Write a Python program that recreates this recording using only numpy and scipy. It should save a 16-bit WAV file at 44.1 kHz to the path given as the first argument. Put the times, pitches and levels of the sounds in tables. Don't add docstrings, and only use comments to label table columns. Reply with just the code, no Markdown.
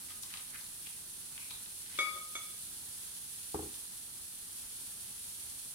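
import sys
import numpy as np
from scipy import signal
from scipy.fft import rfft, irfft, next_fast_len
from scipy.io import wavfile

SR = 44100
rng = np.random.default_rng(int(sys.argv[2]) if len(sys.argv) > 2 else 0)


def transcribe(signal):
    frames = np.atleast_2d(signal).T
    limited = np.clip(frames, -1, 1)
    pcm = np.round(limited * 32767).astype(np.int16)
    wavfile.write(sys.argv[1], SR, pcm)


N = 253379
TOP_HZ = 15800
# pitch_hz, wall_strike_db, rim_strike_db, t60_s
BOWL_MODES = [(372, -10, -15, 0.038), (522, -20, -28, 0.14), (600, -21, -31, 0.19), (670, -23, -21, 0.075),
              (950, -40, -27.5, 0.2), (1234, -17.5, -26, 0.8), (1246, -9, -24, 0.58),
              (1257, -18, -15.5, 0.24), (1318, -26, -10, 0.09), (1410, -12, -26, 0.062),
              (1915, -14.5, -36, 0.07), (2340, -32, -32, 0.036), (2236.5, 0, -51, 0.26),
              (2240, -27, -3, 0.098), (3446, -16, -8.5, 0.21), (3446, -0.5, -10, 0.063),
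              (3800, -11, -33, .12), (4823, -21, -32, 1), (6335, -13, -8, 0.16)]


def bowl_clinks(crack_db=-14, buzz_db=1.44, buzz_hz=250, attack_cycles=10):
    # start_s, level_db, mode_mix (0 wall to 1 rim), cutoff_hz, pan_left_db
    cues = [(1.988, -25.5, 0.0027, 7800, 2.5), (2.16, -31.5, 0.35, 1510, 2),
            (2.3528, -32.5, 0.96, 9000, -1.5)]
    out = np.zeros((2, N))
    for start_s, level_db, mode_mix, cutoff_hz, left_db in cues:
        modes = [(hz, np.interp(mode_mix, [0, 1], [wall, rim]), t60) for hz, wall, rim, t60 in BOWL_MODES]
        buzz = from_db(buzz_db * drift(buzz_hz)[:SR])
        ring = delay_left(buzz * struck(modes, cutoff_hz, cluster_hz=1110), lag_s=0.00009)
        crack = from_db(crack_db) * snap(hz=1640, width_hz=5500, t60_s=0.12)
        crack /= np.hypot(1, 5000 / cutoff_hz)
        attack = 1 - np.exp(-np.arange(SR) / SR * cutoff_hz / attack_cycles)
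        add(out, start_s, from_db(level_db) * pan(left_db) * attack * (ring + crack))
    return kitchen_reverb(out, wet_db=-2.5, build_s=0.014)


def bowl_knocks(clack_db=-14, attack_s=0.0027):
    # pitch_hz, level_db, t60_s
    worktop_modes = [(75, -10.5, 0.13), (125, -18, 0.14), (199, -12, 0.088), (250, -13.5, 0.15),
                     (314.5, -10.5, 0.22), (343, -5.5, 0.12), (412, -0.5, 0.094), (513, -16.5, 0.15),
                     (810, 8.5, 0.017), (1160, -15, 0.017)]
    out = np.zeros((2, N))
    attack = 1 - np.exp(-np.arange(SR) / SR / attack_s)
    for start_s, level_db, contact_hz in bounces():
        thud = delay_left(attack * struck(worktop_modes, contact_hz, cluster_hz=330.6), lag_s=0.00031)
        clack = from_db(clack_db) * snap(hz=920, width_hz=580, t60_s=0.17)
        clack /= np.hypot(1, 1500 / contact_hz)
        add(out, start_s, from_db(level_db) * pan(left_db=0.5) * (thud + clack))
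    return kitchen_reverb(out, wet_db=-17, build_s=0.0028)


def bounces(start_s=3.544, first_db=-27, first_hz=1900, first_gap_s=0.0476, far_edge_hz=330):
    for bounce in range(4):
        gap_s = first_gap_s * 0.79 ** bounce
        level_db = first_db - 5 * np.log2(bounce + 1)
        yield start_s, level_db, first_hz * 0.54 ** bounce
        yield start_s + 0.72 * gap_s, level_db - 12, far_edge_hz
        start_s += gap_s


def spoon_ticks(hollow_db=-22, ring_db=-6):
    # start_s, level_db, centre_hz, bare_glass_share (0 to 1)
    touches = [(0.1054, -45, 3900, 0.9), (0.2337, -38, 4300, 0), (0.339, -35, 2650, 0.35),
               (.3717, -40.5, 3370, 0.14), (0.6104, -45, 4500, 0), (0.8693, -41, 2730, 0),
               (1.3784, -42, 2430, 0), (1.5079, -38, 3420, 0.14), (1.6594, -45, 3300, 0.06),
               (1.977, -40, 3500, 0.2), (3.742, -44, 3870, 0.07)]
    out = np.zeros((2, N))
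    longest_modes = sorted(BOWL_MODES, key=lambda mode: -mode[-1])[:3]
    modes = [(hz, wall + ring_db, t60) for hz, wall, rim, t60 in longest_modes]
    ring = struck(modes, TOP_HZ, cluster_hz=1110)
    for start_s, level_db, centre_hz, bare_share in touches:
        hollow = from_db(hollow_db) * snap(hz=990, width_hz=410, t60_s=0.2)
        tick = snap(centre_hz, width_hz=0.77 * centre_hz, t60_s=0.018)
        add(out, start_s, from_db(level_db) * pan(left_db=4.5) * (tick + hollow + bare_share * ring))
    return out


def spoon_scrapes(grain_db=4):
    # middle_s, length_s, level_db, centre_hz, width_hz
    strokes = [(0.107, 0.035, -52.5, 2770, 3500), (0.225, 0.02, -47, 8100, 6000),
               (0.35, 0.1, -55.5, 2500, 2960), (0.556, 0.052, -54.5, 1900, 1200),
               (0.873, 0.05, -56.5, 2820, 1200), (1.43, 0.1, -58, 2440, 400),
               (1.537, 0.052, -51, 3850, 455), (1.947, 0.13, -55.5, 2800, 3000)]
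    out = np.zeros((2, N))
    grain = rms_one(from_db(grain_db * drift(rate_hz=100)))
    for middle_s, length_s, level_db, centre_hz, width_hz in strokes:
        swell = np.exp(-2 * ((np.arange(N) / SR - middle_s) / length_s) ** 2)
        friction = rms_one(band(rng.standard_normal((2, N)), centre_hz, width_hz))
        out += from_db(level_db) * swell * grain * friction
    return out


def sugar_sizzle(hiss_db=9, flutter_db=0.68, pops_per_s=30, crackle_db=-26):
    # frequency_hz, relative_db
    hiss_spectrum = [(1180, -39), (2000, -24), (2320, -16), (3460, -9), (3910, -10.5), (4230, -7),
                     (4730, -10), (5210, -9.5), (7250, -8), (9010, -1), (10000, 1.5), (10800, -3.5),
                     (15200, -14), (16000, -17)]
    # frequency_hz, pan_left_db
    hiss_pan = [(1170, 7), (1790, 12), (2740, 2), (4190, 2), (6410, -0.5), (9810, -4), (15000, 2.5)]
    # time_s, gain_db
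    ride = [(1.25, -55), (1.9, -54.5), (3.75, -53.5), (4.1, -55.3), (5.0, -53.5)]
    fader = from_db(np.interp(np.arange(N) / SR, *np.transpose(ride)))
    lean = from_db(at_hz(hiss_pan, np.arange(N // 2 + 1) * SR / N) / 2 * [[1], [-1]])
    hiss = irfft(rfft(stereo_noise(hiss_spectrum, N)) * lean, N)
    hiss *= from_db(hiss_db + flutter_db * drift(rate_hz=30))
    pops = (rng.random(N) < pops_per_s / SR) * rng.standard_normal((2, N))
    crackle = from_db(crackle_db) * rms_one(band(pops + 1e-18, hz=7500, width_hz=7000))
    return fader * (hiss + crackle)


def room_murmur(level_db=-61.5, sway_db=1):
    # frequency_hz, relative_db
    spectrum = [(15, -30), (25, 5.5), (37, -5.5), (90, -1.5), (133, -5), (247, -6), (281, -9.5),
                (344, -9.5), (575, -15.5), (771, -16), (830, -10.5), (1010, -14), (1550, -11.5),
                (2000, -13.5), (2600, -33), (4400, -120)]
    return from_db(level_db + sway_db * drift(rate_hz=11)) * stereo_noise(spectrum, N)


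def kitchen_reverb(direct, wet_db, build_s):
    # frequency_hz, t60_s
    decay_times = [(80, 0.24), (400, 0.81), (1200, 0.41), (3000, 0.52), (9000, 0.1)]
    t = np.arange(SR) / SR
    bin_hz = np.arange(SR // 2 + 1)
    edges_hz = np.geomspace(40, TOP_HZ, 10)
    white_spectrum = rfft(stereo_noise([(20, 0), (TOP_HZ, 0)], SR))
    build = 1 - np.exp(-(t / build_s) ** 2)
    tail = 0
    for low, high in zip(edges_hz, edges_hz[1:]):
        envelope = build * from_db(-60 * t / at_hz(decay_times, np.sqrt(low * high)))
        in_band = (bin_hz >= low) & (bin_hz < high)
        tail += irfft(white_spectrum * in_band, SR) * envelope / np.linalg.norm(envelope)
    return direct + from_db(wet_db) * signal.fftconvolve(direct, tail, axes=1)[:, :N]


def struck(modes, cutoff_hz, cluster_hz):
    t = np.arange(SR) / SR
    ring = np.zeros(SR)
    for hz, level_db, t60_s in modes:
        polarity = (-1) ** round(hz / cluster_hz)
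        envelope = from_db(level_db - 60 * t / t60_s) / np.hypot(1, hz / cutoff_hz)
        ring += polarity * envelope * np.sin(2 * np.pi * hz * t)
    return ring


def snap(hz, width_hz, t60_s):
    noise = rms_one(band(rng.standard_normal((2, SR)), hz, width_hz))
    return noise * from_db(-60 * np.arange(SR) / SR / t60_s)


def stereo_noise(spectrum, size):
    # frequency_hz, correlation
    likeness = [(30, 1), (90, 0.87), (250, 0.5), (500, 0.05), (1000, 0.031), (2500, 0.013), (15000, 0.0092)]
    hz = np.arange(size // 2 + 1) * SR / size
    mid, side = rfft(rng.standard_normal((2, size)))
    correlation = at_hz(likeness, hz)
    left_right = np.sqrt(1 + correlation) * mid + np.sqrt(1 - correlation) * side * [[1], [-1]]
    return rms_one(irfft(left_right * from_db(at_hz(spectrum, hz)), size))


def drift(rate_hz):
    size = next_fast_len(N, real=True)
    hz = np.arange(size // 2 + 1) * SR / size
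    smoothed = rfft(rng.standard_normal(size)) / (1 + (hz / rate_hz) ** 2)
    return rms_one(irfft(smoothed, size)[:N])


def band(x, hz, width_hz):
    low = np.hypot(hz, width_hz / 2) - width_hz / 2
    high = min(low + width_hz, TOP_HZ)
    return signal.sosfilt(signal.butter(2, [low, high], "band", fs=SR, output="sos"), x)


def delay_left(sound, lag_s):
    t = np.arange(len(sound)) / SR
    return np.array([np.interp(t - lag_s, t, sound), sound])


def pan(left_db):
    return from_db(np.array([[left_db], [-left_db]]) / 2)


def at_hz(points, hz):
    points_hz, values = np.transpose(points)
    return np.interp(np.log(np.maximum(hz, 1)), np.log(points_hz), values)


def from_db(db):
    return 10 ** (np.asarray(db) / 20)


def rms_one(x):
    return x / np.sqrt(np.mean(x ** 2) + 1e-20)


def add(out, start_s, sound):
    start = round(start_s * SR)
    out[:, start:start + sound.shape[-1]] += sound[..., :N - start]


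def scene():
    bed = sugar_sizzle() + room_murmur()
    bowl = bowl_clinks() + bowl_knocks()
    stirring = kitchen_reverb(spoon_ticks() + spoon_scrapes(), wet_db=-2.5, build_s=0.0019)
    return bed + bowl + stirring


def record(dry, low_cut_hz=40):
    low_cut = signal.butter(2, low_cut_hz, "high", fs=SR, output="sos")
    high_cut = signal.ellip(12, 0.1, 80, TOP_HZ, fs=SR, output="sos")
    return signal.sosfilt(high_cut, signal.sosfilt(low_cut, dry))


dry = scene()
out = record(dry)
transcribe(out)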